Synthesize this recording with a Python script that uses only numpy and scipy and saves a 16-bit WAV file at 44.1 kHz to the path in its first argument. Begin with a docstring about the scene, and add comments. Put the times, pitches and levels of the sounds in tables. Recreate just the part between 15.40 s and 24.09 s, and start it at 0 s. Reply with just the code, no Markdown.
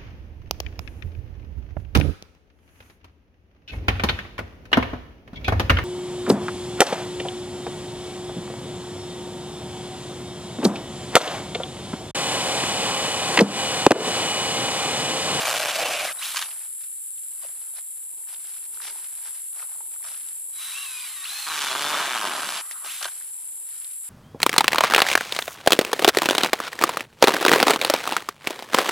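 """An impact driver turns an auger bit in garden soil: it hammers in a near hole, then a few lone blows ring out.
Feet crunch over leaf litter and twigs snap; the motor whines up, hammers in a far hole, and its gears murmur.
A switch clicks, the motor spins up once more with lone blows, and the leaves rustle on to the end.
Cicadas and crickets sing throughout while something drones far off. Blows, grit, leaves and insects
are shaped noise and clicks; the motor adds sine tones that glide in pitch."""
import sys
import numpy as np
from scipy import signal
from scipy.fft import rfft, irfft, next_fast_len
from scipy.io import wavfile

SR = 44100
rng = np.random.default_rng(int(sys.argv[2]) if len(sys.argv) > 2 else 0)


def transcribe(u):
    """Save the signal u as a 16-bit wav file named by the first command-line argument.

    u: samples, shape (n,) or (channels, n), limited to [-1, 1]; the rate is SR.
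    q: integer samples, one column per channel.
    """
    v = np.clip(np.atleast_2d(u).T, -1, 1)
    q = np.round(v * 32767).astype(np.int16)
    wavfile.write(sys.argv[1], SR, q)


N = 383229
TIME = np.arange(N) / SR   # s
SIZE = next_fast_len(N + 4096)   # transform length, with room for filter tails
HZ = np.maximum(np.arange(SIZE // 2 + 1) * SR / SIZE, 1)
LOW_CUT_HZ = 340   # for the switch, the leaves and the short sounds among them

# Hammering runs, near hole then far hole. Each row: start in seconds, base level in dB, low thud in dB (before
# a fixed lift), hollow knock in dB, treble in dB, share of grinding from 0 to 1.
HAMMER_RUNS = [
    [(0.0, -29.5, 1.5, 10, 0.5, 1), (0.1, -25, -4, 10, 0, 0.4), (0.22, -25, -3.5, 1, -3, 0.57),
     (0.272, -25.5, -4, 4, 0, 0.38), (0.34, -28.5, -5.5, -2, -1, 1), (0.42, -27.5, 1, -5.5, -0.5, 0.78),
     (0.55, -29, -4, 3, -0.5, 0.74), (0.656, -28.5, -6, -12.5, -3, 1), (0.725, -40, -6, 3, -4.5, 1)],
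    [(6.061, -28, -8.5, 9, -2, .15), (6.14, -33.5, -6, 10.5, 6, 0.4), (6.2, -30, -8.5, 2.5, 6.5, .25),
     (6.274, -29, -5.5, 3.5, 4, 0.5), (6.33, -28.5, -2, 0.5, 2.5, 0.3), (6.5, -29.5, 1.5, 6.5, 4, 0.23),
     (6.6, -24, -4.5, -8.5, -3, 0.7), (6.72, -26, -5.5, -11.5, -1.5, 0.2), (6.83, -27, 0.5, 0, 0.5, 0.35),
     (6.92, -27.5, -1.5, 1.5, -1, 0.6), (7.0, -29, -4.5, -1, 0, 0.6), (7.1, -32, -3.5, -20.5, 2, 0.6),
     (7.2, -35.5, -5, -21, 3.5, 1), (7.215, -40, -6, -2, 2.5, 1)],
]
# Colour of the hammering in the near hole and the far hole. Each row: frequency in Hz, relative level in dB per Hz.
HOLE_TONES = [
    [(24, -75.5), (40, -37), (123, -16), (203, -28), (335, -14), (380, -17.5), (582, 3), (693, 5.5),
     (959, -7.5), (1140, -2), (1750, -1.5), (2740, 1.5), (4200, -0.5), (8670, -6), (15800, -15)],
    [(24, -59), (40, -44), (96, -31), (136, -19), (319, -10), (362, -6.5), (488, -11.5), (567, -2),
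     (1200, 7), (2140, 3), (3520, 4), (5260, -0.5), (8240, -4.5), (14700, -16), (15800, 0)],
]
# Stereo width of the garden. Each row: frequency in Hz, side minus mid in dB (before any shift).
GARDEN_WIDTH = [(60, -10), (130, -11), (290, -18.5), (640, -8.5), (1410, -11.5), (3100, -8), (6820, -1),
                (15000, 9.5)]


def from_db(db):
    """Turn decibels into gain."""
    return 10 ** (np.asarray(db) / 20)


def rms_one(x):
    """Scale to an rms (average strength) of 1."""
    return x / np.sqrt(np.mean(x ** 2) + 1e-20)


def in_time(rows):
    """Draw straight lines between table rows: one value per sample for each column after the time."""
    s, *columns = np.transpose(rows)
    return [np.interp(TIME, s, c) for c in columns]


def per_run(tables, values):
    """Hold one value through each run."""
    held = [(rows[end][0], v) for rows, v in zip(tables, values) for end in (0, -1)]
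    return in_time(held)[0]


def gate(tables, fall_s):
    """Open while a table lasts, with smoothed edges, and die away after it."""
    on = sum((TIME >= rows[0][0]) & (TIME <= rows[-1][0]) for rows in tables) + 1e-9
    r = np.exp(-1 / (fall_s * SR))
    return signal.lfilter([1 - r], [1, -r], on, zi=[on[0] * r])[0]


def at_hz(points, hz=HZ):
    """Read a spectrum table at the given frequencies, on a logarithmic pitch scale."""
    table_hz, table_db = np.array(points).T
    return np.interp(np.log(hz), np.log(table_hz), table_db)


def hump(hz, width_hz):
    """Give the dB response of a resonance applied twice."""
    return -20 * np.log10(1 + (2 * (HZ - hz) / width_hz) ** 2)


def colour(x, db):
    """Filter to the given dB response without sounding ahead of time (minimum phase)."""
    cepstrum = irfft(np.log(from_db(db)), SIZE)
    cepstrum[1:SIZE // 2] *= 2
    cepstrum[SIZE // 2 + 1:] = 0
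    return irfft(rfft(x, SIZE) * np.exp(rfft(cepstrum)), SIZE)[:N]


def split(x, hz):
    """Divide a sound into its low and high parts."""
    return [signal.sosfilt(signal.butter(3, hz, kind, fs=SR, output="sos"), x) for kind in ("low", "high")]


def drift(rate):
    """Wander at random with a spread of 1; rate in Hz sets how fast."""
    r = np.exp(-80 * np.pi * rate / SR)   # worked out on every 40th sample
    slow = signal.lfilter([1], [1, -2 * r, r * r], rng.standard_normal(N // 40 + 2002))[2000:]
    return np.interp(np.arange(N) / 40, np.arange(len(slow)), rms_one(slow))


def bursts(clicks, decay_s):
    """Let each click open a short dying burst of noise."""
    envelope = signal.lfilter([1], [1, -np.exp(-1 / (decay_s * SR))], clicks + 1e-18)
    return envelope * rng.standard_normal(N)


def grains(spread_db, per_s, decay_s):
    """Crackle at random, with a few strong grains."""
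    sizes = from_db(spread_db * np.minimum(rng.exponential(1, N), 5))
    return rms_one(bursts(sizes * (rng.random(N) < per_s / SR), decay_s))


def smeared(tables, width_hz):
    """Blur a gliding tone into a moving band of noise by letting its size and phase wander."""
    hz, level_db = in_time(sum(tables, []))
    phase = 2 * np.pi * np.cumsum(hz) / SR
    band = drift(width_hz) * np.sin(phase) + drift(width_hz) * np.cos(phase)
    return from_db(level_db) * gate(tables, 0.0017) * band


def body(x, tone):
    """Colour a sound as the housing, bit and soil do: a broad tone plus resonances."""
    # Resonances of housing and bit. Each row: frequency in Hz, width in Hz, lift in dB.
    resonances = [(1040, 900, 1), (1580, 93, 4.5), (2090, 97, -4), (2323, 27, 6), (2960, 200, 3),
                  (3545, 34, 2.5)]
    rings = sum(db / (1 + (2 * (HZ - hz) / width) ** 2) for hz, width, db in resonances)
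    return colour(x, at_hz(tone) + rings)


def hammer():
    """The hammer strikes the anvil at the blow rate; gears and soil grind in between."""
    # Blow rate, near hole then far hole. Each row: time in seconds, blows per second.
    blow_rates = [
        [(0.0, 109), (0.1, 112), (0.34, 104), (0.4, 119), (0.656, 110), (0.725, 88)],
        [(6.068, 158.6), (6.15, 152.3), (6.24, 142.5), (6.31, 130), (6.4, 141.4), (6.5, 149.7), (6.6, 144.1),
         (6.68, 134.7), (6.76, 115.2), (6.82, 101.7), (6.89, 94.4), (6.93, 62.9), (7.0, 75.8), (7.04, 78),
         (7.09, 59.7), (7.2, 66.3)],
    ]
    # Timing scatter in each run, in blows, at the brisk rate; slower blows scatter more.
    scatter = (0.16, 0.012)
    # Times in seconds of blows that only graze the anvil.
    slip_times = (6.094, 6.199, 6.254, 6.292, 6.345, 6.402, 6.903)
    # Blows are duller than the grinding. Each row: frequency in Hz, level in dB.
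    blow_tilt = [(300, -0.5), (1500, -4), (4000, -6), (9000, -3)]
    # The tool rocks at the blow rate. Each row: multiple of that rate, dB relative to the thud (before rock_db).
    rock_orders = [(1, -52), (2, -47), (3, -45), (4, -47)]
    # Gear whine smeared by the load. Each row: time in seconds, centre in Hz, level in dB (before its swell).
    strained_gears = [
        [(0.0, 2610, -49.5), (0.22, 2410, -40), (0.3, 2620, -35.5), (0.354, 2333, -39.5), (0.43, 2752, -34),
         (0.64, 2350, -32.5)],
        [(6.12, 3710, -47), (6.17, 3028, -44), (6.274, 3570, -37), (6.33, 3284, -43), (6.6, 3500, -44),
         (6.72, 3650, -35), (6.8, 3067, -40.5), (6.9, 3000, -46), (7.01, 3344, -58), (7.17, 2980, -44.5),
         (7.21, 3040, -43)],
    ]
    brisk_per_s, wobble_blows = 140, .05   # the wobble is a slow wavering of the timing
    slip_db, rock_db = -12, 19
    patchy_db, patchy_hz = 1.0, 25   # parts of the digging swell on their own
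    strain_width_hz, strain_swell_db = 300, 2

    level_db, thud_db, knock_db, treble_db, grind = in_time(sum(HAMMER_RUNS, []))
    per_s, = in_time(sum(blow_rates, []))
    turns = np.cumsum(per_s) / SR   # blows counted so far
    turns = turns - turns[round(blow_rates[1][0][0] * SR)]   # line the count up with the start of the far run
    turns = turns + per_run(HAMMER_RUNS, scatter) * (brisk_per_s / per_s) ** 2 * drift(60)
    turns = turns + wobble_blows * drift(9)

    count = np.floor(np.maximum.accumulate(turns))
    struck = np.diff(count, prepend=np.floor(turns[0]))
    struck = struck * np.sqrt(brisk_per_s / per_s)   # slower blows hit harder
    slips = sum(np.abs(TIME - s) < .004 for s in slip_times)
    struck = struck * from_db(1.2 * rng.standard_normal(N) + slip_db * slips)
    # noise differs from blow to blow; the added push repeats in one direction
    blows = rms_one(colour(bursts(struck, 0.0009) + 7 * struck, at_hz(blow_tilt)))

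    grind = np.clip(grind, 0, 1)
    grit = grains(3.1, 8100, 0.00031) * from_db(1.2 * drift(40) + slip_db / 2 * slips)
    raw = np.sqrt(1 - grind) * blows + np.sqrt(grind) * grit
    out = 0
    for run, tone in zip(HAMMER_RUNS, HOLE_TONES):
        low, high = split(rms_one(body(raw, tone)), 777)
        middle, bright = split(high, 2400)
        hollow, hard = split(middle, 1002)
        thud = from_db(thud_db + 10.5) * low
        knock = from_db(knock_db) * hollow + hard
        treble = -from_db(treble_db) * bright
        digging = sum(from_db(patchy_db * drift(patchy_hz)) * part for part in (thud, knock, treble))
        out = out + gate([run], 0.0051) * digging

    rocking = 0
    for k, db in rock_orders:
        rocking = rocking + from_db(db + thud_db + 4.5 * drift(22)) * np.sin(2 * np.pi * k * turns)
    out = out + from_db(rock_db) * gate(HAMMER_RUNS, 0.0044) * split(rocking, 184)[1]
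    whine = from_db(strain_swell_db * drift(16.0)) * smeared(strained_gears, strain_width_hz)
    return from_db(level_db) * out + whine


def lone_blows():
    """The same hammer hits singly as the bit catches: a rattle swells to a tick and dies."""
    # Each row: start in seconds, strength in dB (before a fixed cut), low thud in dB relative to it
    # (before a further cut), rise in seconds.
    single_hits = [(0.945, -20.5, 5, .0005), (0.959, -12.5, -6.5, .001), (0.968, -8, -10, .002),
                   (0.975, -14.5, -3.5, .001), (0.986, -16.5, -18, .0005), (0.99, -14, -1, 0.0015),
                   (1.002, -22.5, -1.5, .0005), (1.011, -17.5, 2, .003), (1.015, -16.5, -7.5, 0.0026),
                   (1.024, -12.5, -7.5, 0.00072), (1.041, -40, -1, 0.0011), (7.445, -27.5, 9.5, .002),
                   (7.459, -27, 11, 0.0025), (7.471, -31, 12.5, 0.0025), (7.61, -24, 9, .004),
                   (7.625, -12, -3, 0.003), (7.642, -14, -11.5, 0.0035), (7.651, -16.5, 5, 0.0039),
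                   (7.659, -25, 7, .003), (7.675, -27, 1, .004), (7.683, -26, 1, 0.00032)]
    fall_s, tick = 0.0055, 4.7   # the tick is measured against the rattle
    knock_hz, knock_width_hz, knock_db = 1520, 250, 6   # the bit rings as it leaves the far hole

    unit = np.max(np.abs(body(np.arange(N) == 0, HOLE_TONES[1])))   # peak of one bare click
    after, force = np.arange(2000) / SR, np.zeros((2, N))   # force: one row for thud, one for the rest
    noises = rng.standard_normal((len(single_hits), len(after)))
    for (s, strength_db, thud_db, rise_s), white in zip(single_hits, noises):
        rattle = white * np.minimum(after / rise_s, np.exp(np.minimum(rise_s - after, 0) / fall_s))
        rattle[round(rise_s * SR)] = tick
        gains = from_db([[strength_db + thud_db - 14], [strength_db - 12.0]])
        at = round(s * SR)
        force[:, at:at + len(after)] += gains * rattle
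    out = sum(split(body(x, HOLE_TONES[1]), 1300)[part] for part, x in enumerate(force)) / unit
    ringing = colour(out, knock_db / (1 + (2 * (HZ - knock_hz) / knock_width_hz) ** 2))
    far_start_s = HAMMER_RUNS[1][0][0]
    return split(np.where(TIME > far_start_s, ringing, out), 290)[1]


def motor():
    """Gears and fan hiss, mesh tones lag behind the pitch they head for, and the speed control sings thinly."""
    # Spells of spinning. Each row: time in seconds, gear and fan noise in dB.
    spins = [
        [(0.63, -34), (0.725, -36.5)],
        [(0.785, -43.5), (0.837, -28.5), (1.05, -37)],
        [(5.125, -54), (5.217, -37), (5.419, -37.5), (5.707, -39), (5.83, -41.5), (5.905, -33), (6.035, -32.5),
         (6.15, -38.5), (6.35, -40), (6.6, -36)],
        [(7.22, -54), (7.43, -51), (7.46, -37), (7.524, -33.5), (7.6, -38.5), (7.7, -44.5)],
    ]
    # Colour of that noise. Each row: frequency in Hz, relative level in dB per Hz.
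    noise_tone = [(180, -29), (300, -21.5), (493, -27.5), (536, -20.5), (1130, -2), (1990, -2.5), (2770, 0),
                  (3610, 1.5), (3990, -0.5), (4550, -3), (10600, -5.5), (14500, -10), (15800, -1)]
    # Whine glides: spin-ups, a run-down and a coast. Each row: time in seconds, pitch the whine heads for in Hz,
    # base whine level against the gear noise in dB.
    glides = [
        [(0.63, 2280, -2), (0.655, 2280, -6), (0.68, 2200, -16), (0.69, 1500, 5), (0.715, 500, -2)],
        [(0.8, 1900, -14), (0.81, 2000, -1), (0.813, 4258, 1), (0.828, 4258, -2), (0.84, 4250, -13),
         (0.875, 4236, -14)],
        [(5.16, 1000, -16), (5.21, 1480, -13), (5.27, 1750, -11), (5.32, 2750, -10), (5.345, 2820, -7),
         (5.44, 2750, -6), (5.46, 2600, -9), (5.51, 2460, -10), (5.57, 2490, -7), (5.63, 2390, -6),
         (5.665, 2150, -6), (5.69, 2080, -13), (5.715, 2050, -11), (5.745, 1850, -10), (5.834, 1830, -4)],
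        [(5.8341, 1830, -4), (5.852, 4233, 3), (5.89, 4220, -8), (6.06, 4176, -10), (6.1, 3800, -5),
         (6.2, 3700, -4), (6.28, 3350, 2), (6.37, 3520, 1), (6.6, 3630, 2)],
        [(7.22, 1800, -5), (7.24, 1960, -3), (7.43, 1940, -4)],
        [(7.455, 1950, -13), (7.47, 2300, -11), (7.5, 3700, -9), (7.53, 3900, -13), (7.6, 3900, -18)],
    ]
    # Fast unsteadiness of pitch in each glide, as a share of the pitch.
    flutter = (.025, .014, .009, .015, .012, .015)
    # Strength in dB added to the overtones above the whine in each glide.
    overtone_db = (-12, -8, 2, 4, -10, -8)
    # Gear meshes, as multiples of the whine's pitch.
    mesh_orders = (.195, .41, .61, .825, 1.0, 1.21, 1.42, 2.0)
    # Base level of each mesh tone in dB.
    mesh_db = (2, -6, -5, -11, 0, -14, -12, -3)
    # How tones leave the housing. Each row: frequency in Hz, level in dB.
    housing_db = [(550, -60), (800, -20), (1100, -4), (1900, -8), (2300, -4), (2750, 2), (3200, -3),
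                  (3700, -2), (4150, 2), (4500, -10), (5000, -9), (5500, -15), (5900, -5), (6500, -20)]
    # The speed control sings while the trigger is part pulled. Each row: time in seconds, level in dB.
    control_tone = [
        [(0.785, -29), (0.8, -45)],
        [(0.85, -38), (0.87, -40)],
        [(5.125, -62), (5.2, -45), (5.3, -43), (5.72, -54)],
    ]
    # Gears murmur after the trigger is let go. Each row: time in seconds, centre in Hz, level in dB.
    gear_murmur = [
        [(7.215, 1298, -58), (7.24, 1325, -46), (7.285, 1310, -59.5), (7.302, 1280, -50.5), (7.328, 1220, -56),
         (7.366, 1306, -44.5), (7.394, 1326, -56), (7.445, 1152, -43)],
    ]
    lag_s, control_hz = 0.028, 3907.5

    noise = colour(grains(0.91, 8200, 0.0017), at_hz(noise_tone))
    level_db, = in_time(sum(spins, []))
    out = from_db(level_db) * gate(spins, 0.0033) * rms_one(noise)

    aim_hz, whine_db = in_time(sum(glides, []))
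    lag = np.exp(-1 / (lag_s * SR))
    pitch_hz = signal.lfilter([1 - lag], [1, -lag], aim_hz, zi=[aim_hz[0] * lag])[0]
    unsteady = .006 * drift(30) + per_run(glides, flutter) * drift(150)
    phase = 2 * np.pi * np.cumsum(pitch_hz * (1 + unsteady)) / SR
    tones, above_db = 0, per_run(glides, overtone_db)
    for k, db in zip(mesh_orders, mesh_db):
        tone_db = db + (k > 1) * above_db + at_hz(housing_db, k * pitch_hz)
        tone_db = tone_db + 2.8 * drift(30) + 3 * drift(160)
        tones = tones + from_db(tone_db) * np.sin(k * phase)
    out += np.sqrt(2) * from_db(level_db + whine_db) * gate(glides, 0.0032) * tones

    control = np.sqrt(2) * np.sin(2 * np.pi * control_hz * TIME)
    control_db, = in_time(sum(control_tone, []))
    out += from_db(control_db) * gate(control_tone, 0.006) * control
    return out + smeared(gear_murmur, width_hz=260)


def short_sounds(rows, t60, crack):
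    """A sharp tick and a dying noise burst (60 dB down after t60 seconds) excite a broad resonance."""
    tick, sharpness = 9, 2.2   # tick against the noise after it; resonance applied twice
    out, length = np.zeros(N), 4000
    for (s, db, hz), white in zip(rows, rng.standard_normal((len(rows), length))):
        burst = white * from_db(-60 * np.arange(length) / SR / t60)
        burst[0] = tick
        ring = signal.iirpeak(hz, sharpness, fs=SR)
        rung = signal.lfilter(*ring, signal.lfilter(*ring, burst))
        burst = rung + crack * burst   # crack: share of bright noise that does not ring
        at = round(s * SR)
        out[at:at + length] += (from_db(db) * burst / np.max(np.abs(burst)))[:N - at]
    return out


def litter():
    """Feet and falling soil rustle dry leaves in fine grains; each rustle has its own share of low crunch."""
    # Each row: peak time in seconds, level in dB, low part in dB relative to it (before a fixed lift),
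    # rise in seconds, fall in seconds.
    rustles = [(0.75, -51.5, 10.5, 0.021, 0.21), (1.04, -44.5, 1, 0.014, 0.1),
               (1.2, -54.5, -1.5, 0.07, 0.11), (1.43, -56, -35.5, 0.045, 0.054),
               (2.04, -50, -2, 0.028, .04), (2.2, -58.5, 2, 0.24, 0.16), (2.385, -47.5, -3, 0.027, 0.022),
               (2.9, -51.5, -0.5, 0.027, 0.1), (3.1, -52, -4.5, 0.082, 0.15),
               (3.36, -51.5, -3.5, 0.033, 0.038), (3.47, -39.5, -5, 0.053, 0.041),
               (3.58, -51, -1.5, 0.086, 0.17), (3.87, -50.5, 0, 0.12, 0.11),
               (3.97, -56.5, -10.5, 0.0382, 0.097), (4.219, -50, 6.5, 0.061, 0.034),
               (4.33, -60.5, 6, 0.08, 0.11), (4.54, -58.5, 2, 0.046, .04), (4.67, -47, 1.5, 0.037, 0.086),
               (4.74, -53.5, -12, 0.082, 0.11), (4.86, -55.5, -4.5, 0.045, 0.11),
               (7.23, -52, 2, 0.026, 0.11), (7.318, -44, -7, 0.0067, .015), (7.71, -51.5, -4, 0.018, 0.14),
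               (7.83, -59, -2, .05, 0.34), (8.4, -53.5, -6, 0.14, 0.15), (8.69, -53, -0.5, 0.053, .05)]
    # Colour of the leaves. Each row: frequency in Hz, relative level in dB per Hz.
    leaf_tone = [(260, -39), (450, -15.5), (832, -3.5), (1050, -3), (1410, 2.5), (2510, 3.5), (3520, 4),
                 (5500, 1.5), (6500, -1.5), (8450, -13), (14300, -120)]
    roundness = 1.9   # 1 = pointed swell, 2 = bell
    stir_db, stir_low_db = -64.5, -6.5   # leaves never lie quite still; the low part is relative

    high_power, low_power = from_db(2 * stir_db), from_db(2 * (stir_db + stir_low_db))
    for s, db, low_db, rise_s, fall_s in rustles:
        away = np.minimum(np.where(TIME < s, (s - TIME) / rise_s, (TIME - s) / fall_s), 8)
        power = from_db(2 * db) * np.exp(-2 * away ** roundness)
        high_power = high_power + power
        low_power = low_power + from_db(2 * low_db) * power
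    crackle = grains(2.5, 2500, 0.0015) * from_db(1.2 * drift(22.4))
    low, high = split(rms_one(colour(crackle, at_hz(leaf_tone))), 1040)
    return from_db(8.5) * np.sqrt(low_power) * low + np.sqrt(high_power) * high


def insects():
    """A far chorus blurs to wide noise; the nearest cicada keeps its clicks; crickets hold one narrow band."""
    # Cicada loudness. Each row: time in seconds, level in dB (before the near and far shifts).
    cicada_levels = [(0.0, -39.5), (0.46, -43), (0.7, -38), (2.0, -38.5), (2.76, -39.5), (4.21, -38),
                     (5.25, -38.5), (5.83, -40), (6.7, -42.5), (7.02, -39), (7.7, -39.5), (8.69, -39)]
    # Colour of the far chorus. Each row: frequency in Hz, relative level in dB per Hz.
    chorus_tone = [(200, -51), (700, -27), (4060, -14.5), (6900, -45), (7270, 6), (7470, -20), (7740, 6),
                   (8150, 5.5), (9330, 9.5), (10600, 9.5), (10900, 8.5), (13800, -7.5), (15200, -10),
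                   (15800, -38.5)]
    # Two drums with two ribs each. Each row: place in the cycle from 0 to 1, click level in dB (before scatter).
    rib_clicks = [(0, 0), (.075, -3), (.367, -1), (.44, -3)]
    cycles_per_s, cycle_start_s = 44.96, 1.417
    tymbal_hz, tymbal_width_hz = 10450, 1700
    cricket_hz, cricket_width_hz, cricket_db = 7563, 350, -47.5
    near_db, far_db, far_side_db = 0.5, -1.5, -1   # the nearest cicada sits to the left; the far chorus is wide
    near_right = -0.28   # from far left the clicks reach the right channel weaker and turned over

    chorus_db, = in_time(cicada_levels)
    cycle = (TIME - cycle_start_s) * cycles_per_s
    clicks = 0
    for place, db in rib_clicks:
        clicks = clicks + from_db(db) * np.diff(np.floor(cycle - place), prepend=np.floor(cycle[0] - place))
    clicks = clicks * from_db(rng.standard_normal(N))
    near = bursts(clicks, .0006) + 3 * clicks
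    near = rms_one(colour(near, hump(tymbal_hz, tymbal_width_hz)))
    near = near * from_db(chorus_db + near_db + 0.51 * drift(0.94))
    out = near * [[1], [near_right]]

    throb = from_db(0.86 * drift(50))
    far_chorus = (chorus_db + far_db, at_hz(chorus_tone), 1)
    crickets = (cricket_db + 0.38 * drift(0.79), hump(cricket_hz, cricket_width_hz), throb)
    for level_db, tone, beat in (far_chorus, crickets):
        mid, side = rng.standard_normal((2, N)) * beat
        mid = colour(mid, tone)
        side = colour(side, tone + at_hz(GARDEN_WIDTH) + far_side_db)
        out = out + from_db(level_db) / np.std(mid) * (mid + side * [[1], [-1]])
    return out


def drone():
    """Low far-off noise swells and sinks."""
    # Each row: time in seconds, level in dB.
    drone_levels = [(0.72, -64), (1.16, -72), (1.5, -82), (2.22, -73), (2.54, -77), (2.79, -65.5),
                    (3.05, -75.5), (3.3, -67.5), (3.49, -56.5), (3.75, -74.5), (4.2, -77), (4.39, -66.5),
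                    (4.6, -67.5), (4.75, -76), (5.1, -68.5), (5.5, -70), (7.25, -74), (8.1, -68.5),
                    (8.2, -67), (8.4, -73), (8.69, -75.5)]
    # Each row: frequency in Hz, relative level in dB per Hz.
    drone_tone = [(59, -66), (100, -43), (155, -24), (172, -28), (200, -29), (355, -2), (508, -11.5),
                  (662, -8.5), (734, -11.5), (947, 1), (1150, -16), (1500, -65.5), (2530, -120)]
    return from_db(in_time(drone_levels)[0]) * rms_one(colour(rng.standard_normal(N), at_hz(drone_tone)))


def spread(x, side_db):
    """Ground and plants scatter sound: each band wanders in direction and differs between left and right."""
    spectrum, side = rfft(x, SIZE) * from_db(at_hz(side_db)), 0
    edges = [0, 500, 1000, 2000, 3000, 4200, 5600, 7000, 9000, SR]   # Hz
    for low, high in zip(edges, edges[1:]):
        band = spectrum * ((HZ >= low) & (HZ < high))
        turn = np.pi * drift(13.1)
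        # 1j shifts the band by a quarter cycle, so the mix can turn its phase
        side = side + np.cos(turn) * irfft(band, SIZE)[:N] + np.sin(turn) * irfft(1j * band, SIZE)[:N]
    return x + split(side, 150)[1] * [[1], [-1]]


def scene():
    """The tool is near and centred, the garden is wide."""
    # The direction switch clicks over. Each row: start in seconds, peak in dB (before the low cut), centre in Hz.
    switch_click = [(7.312, -11.5, 1926)]
    # Twigs and stones, and at 5.359 s a short high blip as the motor whines up.
    # Each row: start in seconds, peak in dB (before the low cut), centre in Hz.
    snaps_and_blip = [(1.113, -32.5, 2560), (1.213, -41, 1970), (1.779, -43.5, 3036), (2.027, -46.5, 1000),
                      (2.036, -44, 603), (2.048, -37.5, 586), (2.094, -51.5, 704), (2.336, -54, 729),
                      (2.371, -37, 3930), (2.383, -44.5, 770), (2.605, -56, 1410), (2.626, -53.5, 1460),
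                      (2.836, -50.5, 1660), (2.874, -50, 1630), (2.928, -46.5, 886), (2.946, -33.5, 3260),
                      (3.057, -39.5, 2600), (3.345, -37.5, 4500), (3.373, -41, 1350), (3.402, -32, 1380),
                      (3.428, -39, 3620), (3.452, -41.5, 1400), (3.556, -41, 817), (3.588, -45.5, 902),
                      (3.88, -45, 1500), (3.95, -45.5, 3130), (4.196, -35.5, 2094), (4.226, -34, 1127),
                      (4.356, -45.5, 893), (4.406, -39, 900), (4.561, -42, 1404), (4.608, -49, 1170),
                      (4.628, -43, 1905), (4.65, -36.5, 1386), (4.747, -37.5, 2760), (4.809, -40, 3230),
                      (4.886, -38.5, 3400), (5.359, -30.5, 4950), (7.812, -38, 1680), (8.308, -41, 3650),
                      (8.446, -30.5, 3590)]
    # Stereo width of the tool. Each row: frequency in Hz, side minus mid in dB.
    tool_width = [(60, -30), (130, -41), (290, -56), (640, -43.5), (1410, -33), (3100, -13), (6820, -6),
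                  (15000, -28.5)]
    switch = split(short_sounds(switch_click, t60=0.01, crack=0.66), LOW_CUT_HZ)[1]
    tool = hammer() + lone_blows() + motor() + switch
    ground = split(litter() + short_sounds(snaps_and_blip, t60=0.017, crack=0.012), LOW_CUT_HZ)[1]
    ground = ground + split(drone(), 120)[1]
    return spread(tool, tool_width) + spread(ground, GARDEN_WIDTH) + insects()


def record(dry):
    """Left and right differ a little in the treble; rumble is cut, peaks are rounded, the top is cut steeply."""
    # Each row: frequency in Hz, left minus right in dB.
    balance_db = [(1500, 0), (4000, -.8), (6000, 0), (9000, .1), (13000, -.3)]
    rumble_cut_hz, limit, top_stop_hz = 126, .4, 16116
    channels = np.array([colour(x, sign * at_hz(balance_db) / 2) for x, sign in zip(dry, (1, -1))])
    channels = split(channels, rumble_cut_hz)[1]
    channels = limit * np.tanh(channels / limit)
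    return signal.sosfilt(signal.cheby2(14, 70, top_stop_hz, fs=SR, output="sos"), channels)


dry = scene()
out = record(dry)
transcribe(out)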